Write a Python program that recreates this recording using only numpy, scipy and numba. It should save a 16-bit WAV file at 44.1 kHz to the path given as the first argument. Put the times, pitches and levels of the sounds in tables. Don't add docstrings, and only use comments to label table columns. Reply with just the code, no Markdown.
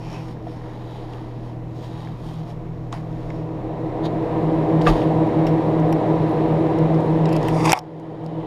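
import sys
import numpy as np
from scipy import signal
from scipy.fft import rfft, irfft, next_fast_len
from scipy.io import wavfile
from scipy.ndimage import uniform_filter1d, minimum_filter1d
from numba import njit

SR = 44100
rng = np.random.default_rng(int(sys.argv[2]) if len(sys.argv) > 2 else 0)


def persist_wave(psi):
    counts = np.round(np.clip(psi, -1, 1) * 32767).astype(np.int16)
    wavfile.write(sys.argv[1], SR, np.atleast_2d(counts).T)


N = 373086
TIME = np.arange(N) / SR

# (pitch [Hz], relative level [dB])
SHOP_NOISE = [(22, -6), (35, -4), (52, -18.5), (90, -7.5), (150, -7), (300, -11), (600, -31), (1100, -24.5),
              (1500, -37.5), (2500, -40), (5000, -51), (9000, -61), (15000, -62.5)]
# (pitch [Hz], base level [dB])
HUM_TONES = [(26.5, -47), (29.6, -52), (37.4, -55), (39.6, -53), (60, -52), (79.5, -53), (120, -34.8)]
# (pitch [Hz], relative level [dB])
AIR_NOISE = [(30, -18.5), (100, -6.5), (200, -6), (265, -3), (340, 0), (560, -2), (800, -6), (1050, -13.5),
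             (1400, -24.5), (2200, -27.5), (4000, -36.5), (6000, -51.5), (8000, -52.5), (11500, -55.5),
             (14500, -67.5)]
# (pitch [Hz], width [Hz], boost [dB])
CABINET_RINGS = [(148, 34, 8.5), (189, 22, 6.5), (401, 48, 5), (462, 31, 0), (607, 94, 3), (697.6, 20, 7.5),
                 (767, 19, 6.5), (961, 77, 7.5), (1220, 89, 2)]
# (blade rate [Hz], relative level at 1, 2, 3 and 4 times that rate [dB])
FAN_TONES = [(153.2, -6, -3, -16, -28), (160.1, 0, -3, -14, -15), (160.75, -14, -16, -12, -19),
             (162.9, -7, -1, -6.5, -26)]
# (time [s], fan level [dB], overtone boost [dB], air level [dB])
NEARNESS = [(0, -36.5, -9, -39.5), (.5, -40.5, 1, -41), (1.3, -46.5, 5.5, -41),
            (2.398, -30.5, -13.5, -41.5), (2.8, -35.5, -6, -41), (3.5, -31, -2, -34.5),
            (4.301, -27.5, 1.5, -25), (4.749, -19.5, -2, -22.5), (6.399, -21, -1, -22),
            (6.9, -18.5, -4, -22.5), (7.5, -20, -4, -23), (8.1, -20.5, -1, -22.5), (8.46, -18.5, -3, -22)]
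# (peak time [s], level [dB], rise [s], fall [s], brightest pitch [Hz], boost there [dB])
RUBS = [(.14, -45.5, .3, 0.14, 5600, 8), (.17, -50.5, 0.24, 0.086, 2540, 17.5),
        (.31, -48, 0.18, .06, 5400, 2), (.51, -49.5, 0.11, 0.17, 5360, 4),
        (.7, -46.5, 0.16, 0.14, 1980, 13), (.95, -45.5, 0.32, 0.23, 3830, 2),
        (1.14, -46.5, 0.15, 0.47, 2870, -2), (1.48, -51, 0.12, 0.1, 3800, -4),
        (1.85, -49.5, 0.17, 0.09, 10700, -7), (2.01, -44, 0.22, 0.2, 3800, 1.5),
        (2.28, -49.5, 0.15, 0.19, 10700, -1), (2.4, -53, 0.19, 0.1, 3480, 6),
        (2.5, -46.5, 0.062, 0.055, 5400, 1), (2.93, -35.5, 0.013, 0.09, 3280, -6),
        (3.25, -48.5, 0.36, 0.21, 3050, 0), (3.385, -57, 0.1, 0.071, 5430, 11),
        (4.06, -32.5, 0.028, 0.02, 3670, 11.5), (4.83, -35.5, .02, 0.19, 2800, -8),
        (4.875, -21.5, 0.015, 0.056, 3640, 0), (4.97, -35.5, 0.08, 0.14, 3180, 8),
        (7.37, -38, 0.19, 0.012, 2620, 13.5), (7.482, -32.5, 0.15, 0.08, 2630, -1),
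        (7.84, -33.5, 0.11, 0.95, 1820, 5.5), (8.39, -49, 0.32, .6, 3200, 20)]
# (pitch [Hz], width [Hz], relative level [dB])
RUB_RINGS = [(826, 380, 22.5), (1880, 740, -5.5), (2460, 530, 0.5), (3130, 580, 1), (3790, 1200, -1),
             (4780, 890, -4.5), (5440, 450, -10), (6600, 1700, -9.5), (8580, 1400, -11.5),
             (10500, 3000, -9.5), (13500, 2800, -15)]
# (peak time [s], level [dB], rise [s], fall [s], brightest pitch [Hz], boost there [dB])
SCRAPES = [(7.615, -31, .17, 0.096, 2320, 2), (7.66, -20.5, .02, 0.0084, 2600, 1.9),
           (7.677, -31, .03, 0.022, 2250, 5), (7.706, -21, .05, 0.024, 2600, 2),
           (7.738, -12.5, .006, 0.084, 850, 4.6), (7.778, -12, .047, .008, 1900, 5.7)]
# (pitch [Hz], base width [Hz], relative level when scraped [dB])
PLASTIC_RINGS = [(837, 250, 6), (1185, 230, -3.5), (2010, 340, -10), (2360, 370, -12.5), (2590, 320, -11),
                 (3520, 350, -17), (4850, 450, -11.5), (5590, 290, -19), (6320, 960, -15),
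                 (8300, 880, -17.5), (9660, 880, -15.5), (12500, 2100, -22)]
# (time [s], peak level [dB], brightest pitch [Hz], fade time [s])
PLASTIC_TICKS = [(.37, -44.5, 1710, 0.023), (.4264, -54, 3500, .015), (1.135, -38, 2800, .015),
                 (2.073, -35, 1960, .02), (2.9265, -27.5, 3550, 0.0037), (2.949, -44, 3000, 0.012),
                 (2.974, -38, 2240, .02), (3.128, -47, 3280, .02), (3.3034, -33.5, 2050, 0.015),
                 (3.303, -38.5, 3200, 0.018), (4.814, -25.5, 3100, 0.02), (4.851, -38, 2900, .015),
                 (4.8195, -31, 4200, .012), (4.865, -17, 1700, 0.015), (4.87, -18, 2640, 0.07),
                 (5.018, -28, 2780, .02), (5.468, -29, 5370, 0.095), (5.47, -27.5, 2690, .03),
                 (5.8, -42, 6000, 0.017), (5.926, -26, 5400, 0.023), (5.927, -31, 1920, .015),
                 (6.787, -36.5, 5360, 0.019), (6.945, -41, 5000, 0.05), (7.006, -45, 8950, .015),
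                 (7.2565, -26.5, 3680, 0.021), (7.2916, -35, 4500, .015), (7.3282, -26.5, 5500, 0.03),
                 (7.333, -37, 5000, .015), (7.358, -38, 9000, .01), (7.365, -26.5, 5030, 0.022),
                 (7.43, -31.5, 4970, .015), (7.484, -26, 8100, 0.033), (7.4845, -23, 2700, .02),
                 (7.656, -19, 6730, 0.035), (7.676, -18.5, 2300, .02), (7.6946, -15, 3600, 0.024),
                 (7.71, -25, 5500, .015), (7.7205, 11, 5500, 0.0017), (7.731, 13.5, 5420, 0.0037),
                 (7.7307, 12.5, 2270, 0.025), (7.7898, -2, 5370, 0.015), (7.9984, -31, 6560, 0.023),
                 (8.2434, -38, 7000, 0.0088), (8.263, -26, 4740, 0.011)]
CRINKLES = 4.4, 7.25, 20, -54, 2.5, 8500, 11000, .04
# (time [s], pitch [Hz], level [dB], fade time [s])
DULL_THUMPS = [(.468, 712, -22, 0.049), (2.309, 735, -30, 0.043), (2.928, 1100, -18, 0.017),
               (4.879, 35.7, -5, 0.24), (7.7308, 817, 23.5, 0.019), (7.737, 736, -1.5, 0.25),
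               (7.775, 880, 4, 0.03)]
# (pitch [Hz], level [dB], fade time [s])
DOOR_RINGS = [(573, -10.5, 0.094), (740, -12, 0.061), (1176, -9, 0.083), (1610, -20, 0.058)]
# (pitch [Hz], width [Hz], boost [dB])
MIC_RINGS = [(1880, 450, 4.5), (3850, 400, 3.), (5500, 400, 4.5), (6700, 800, 3.)]

DOOR_STOP_S = 4.869
CONTACT_WIDTH = .1
HARD_HIT_DB = -20
ATTACK_S, LOOK_AHEAD_S, RECOVER_DB_PER_S = .0004, .0004, 14.5


def undb(db):
    return 10 ** (np.asarray(db) / 20)


def unit(x):
    return x / np.sqrt(np.mean(x ** 2))


def drift(rate):
    hold = int(SR / rate)
    steps = np.repeat(rng.standard_normal(N // hold + 1), hold)
    return unit(uniform_filter1d(uniform_filter1d(steps, hold), hold)[:N])


def ring(x, hz, width_hz):
    return signal.lfilter(*signal.iirpeak(hz, hz / width_hz, SR), x)


def narrow_ring(x, hz, width_hz):
    return unit(ring(ring(x, hz, width_hz), hz, width_hz))


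def boost(x, rings):
    return x + sum((undb(db) - 1) * ring(x, hz, width) for hz, width, db in rings)


def rushing_noise(spectrum, swell_db, flicker_db):
    hz, db = np.transpose(spectrum)
    size = next_fast_len(N)
    octave = np.log2(np.maximum(np.fft.rfftfreq(size, 1 / SR), 1))
    noise = rfft(rng.standard_normal(size)) * undb(np.interp(octave, np.log2(hz), db, left=-90))
    swell = swell_db * drift(1)
    bands = (irfft(noise * np.clip(1 - abs(octave - k), 0, 1), size)[:N] for k in range(4, 16))
    return unit(sum(band * undb(swell + flicker_db * drift(9)) for band in bands))


def hum():
    return sum(np.sqrt(2) * undb(db + drift(1.5)) * np.sin(2 * np.pi * (hz * TIME + rng.random()))
               for hz, db in HUM_TONES)


def cooler_air():
    return unit(boost(rushing_noise(AIR_NOISE, swell_db=.15, flicker_db=.5), CABINET_RINGS))


def fans(overtone_db, waver_hz=.1, waver_db=.8):
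    out = 0
    for hz, *levels in FAN_TONES:
        blade_passes = np.cumsum(hz + waver_hz * drift(1.438)) / SR
        for k, db in enumerate(levels):
            gain = undb(db + (k > 0) * overtone_db + waver_db * drift(2.48))
            out = out + gain * np.sin(2 * np.pi * ((k + 1) * blade_passes + rng.random()))
    return out


def rubbing(strokes, rings, grit_db):
    slips = rng.standard_normal(N)
    slip_sizes = np.minimum(rng.exponential(size=N // 40 + 1), 4)
    slips *= undb(grit_db * np.repeat(slip_sizes, 40)[:N])
    first = max(int((strokes[0][0] - 1) * SR), 0)
    ringing = [narrow_ring(slips[first:], hz, width) for hz, width, _ in rings]
    ring_hz, _, ring_db = np.transpose(rings)
    out = np.zeros(N)
    for peak_s, db, rise, fall, bright_hz, boost_db in strokes:
        start = max(int((peak_s - 2 * rise) * SR), first)
        end = min(int((peak_s + 2 * fall) * SR), N)
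        distance = np.log2(ring_hz / bright_hz) ** 2
        gains = undb(ring_db - distance + boost_db * np.exp(-distance / .05))
        body = sum((-1) ** k * gains[k] * x[start - first:end - first] for k, x in enumerate(ringing))
        contact = narrow_ring(slips[start:end], bright_hz, CONTACT_WIDTH * bright_hz)
        sound = body + undb(-8) * gains[np.argmin(distance)] * contact
        t = TIME[start:end] - peak_s
        swell_db = db - 20 * np.where(t < 0, -t / rise, t / fall) ** 1.5
        out[start:end] += undb(swell_db) * sound / np.linalg.norm(gains)
    return out


def add(out, time_s, sound):
    start = int(time_s * SR)
    out[start:start + len(sound)] += sound[:N - start]


def crinkles():
    start, end, count, db, scatter_db, low_hz, high_hz, fade_s = CRINKLES
    return [(start + (end - start) * when, db - scatter_db * np.log(1 - size),
             low_hz + (high_hz - low_hz) * pitch, fade_s)
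            for when, size, pitch in rng.random((count, 3))]


def plastic_ticks():
    out, t = np.zeros(N), TIME[:int(.15 * SR)]
    ticks = PLASTIC_TICKS + crinkles()
    scatter_db = 1.5 * rng.standard_normal((len(ticks), len(PLASTIC_RINGS)))
    for (time_s, db, bright_hz, fade_s), chance_db in zip(ticks, scatter_db):
        contact = rng.standard_normal(len(t)) * np.exp(-np.log(1000) * t / max(fade_s, .002))
        contact[0] = .8 * np.linalg.norm(contact)
        falloff_db, treble_cut_db = (1.2, 4) if db > HARD_HIT_DB else (3, 0)
        contact_width = CONTACT_WIDTH * bright_hz
        sound = undb(7) * ring(contact, bright_hz, contact_width) / np.sqrt(contact_width)
        if bright_hz > 3600:
            sound += undb(3) * ring(contact, hz=2750, width_hz=320) / np.sqrt(320)
        for k, (hz, width, _) in enumerate(PLASTIC_RINGS):
            distance = np.log2(hz / bright_hz) ** 2
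            ring_db = chance_db[k] - falloff_db * distance + 4 * np.exp(-distance / .04)
            ring_db -= treble_cut_db * max(np.log2(hz / 4000), 0)
            sound += (-1) ** k * undb(ring_db) * ring(contact, hz, 4 * width) / np.sqrt(width)
        cutoff_hz = min(bright_hz ** 2 / 1900, .4 * SR)
        sound = signal.lfilter(*signal.butter(2, cutoff_hz, fs=SR), sound)
        add(out, time_s, undb(db) * sound / abs(sound).max())
    return out


def thumps():
    out, t = np.zeros(N), TIME[:int(.6 * SR)]
    for time_s, hz, db, fade_s in DULL_THUMPS + [(DOOR_STOP_S, *row) for row in DOOR_RINGS]:
        roughness = narrow_ring(rng.standard_normal(len(t)), hz, .5 * hz)
        fade = np.exp(-np.log(1000) * t / fade_s)
        onset = 1 - np.exp(-t * hz)
        add(out, time_s, undb(db) * onset * fade * (np.sin(2 * np.pi * hz * t) + .3 * roughness))
    return out


@njit
def volume_control(x, coming_peak, attack, release):
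    out, turn_down = np.empty(len(x)), 1.
    for i in range(len(x)):
        if coming_peak[i] > turn_down:
            turn_down += attack * (coming_peak[i] - turn_down)
        else:
            turn_down = max(1., turn_down * release)
        out[i] = x[i] / turn_down
    return out


def scene():
    times, *columns = np.transpose(NEARNESS)
    fan_db, overtone_db, air_db = (np.interp(TIME, times, column) for column in columns)
    cooler = undb(fan_db) * fans(overtone_db) + undb(air_db) * cooler_air()
    shop = undb(.12 * (air_db - air_db[0])) * hum()
    shop += undb(-39) * rushing_noise(SHOP_NOISE, swell_db=.4, flicker_db=.9)
    rubs = rubbing(RUBS, RUB_RINGS, grit_db=1.9)
    scraped_rings = [(hz, 1.5 * width, db) for hz, width, db in PLASTIC_RINGS]
    scrapes = rubbing(SCRAPES, scraped_rings, grit_db=2.4)
    return (shop + cooler + rubs + scrapes + plastic_ticks() + thumps())[None]


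def record(dry):
    mic = boost(dry[0], MIC_RINGS)
    ahead = int(LOOK_AHEAD_S * SR)
    sensed = abs(mic + np.diff(mic, prepend=0))
    coming_peak = np.roll(-minimum_filter1d(-sensed, size=ahead), -ahead // 2)
    ducked = volume_control(mic, coming_peak, 1 / (ATTACK_S * SR), float(undb(-RECOVER_DB_PER_S / SR)))
    clipped = np.clip(ducked, -1, 1)
    treble_cut = signal.ellip(10, .2, 80, 15300, fs=SR, output="sos")
    return signal.sosfilt(treble_cut, clipped)[None]


dry = scene()
out = record(dry)
persist_wave(out)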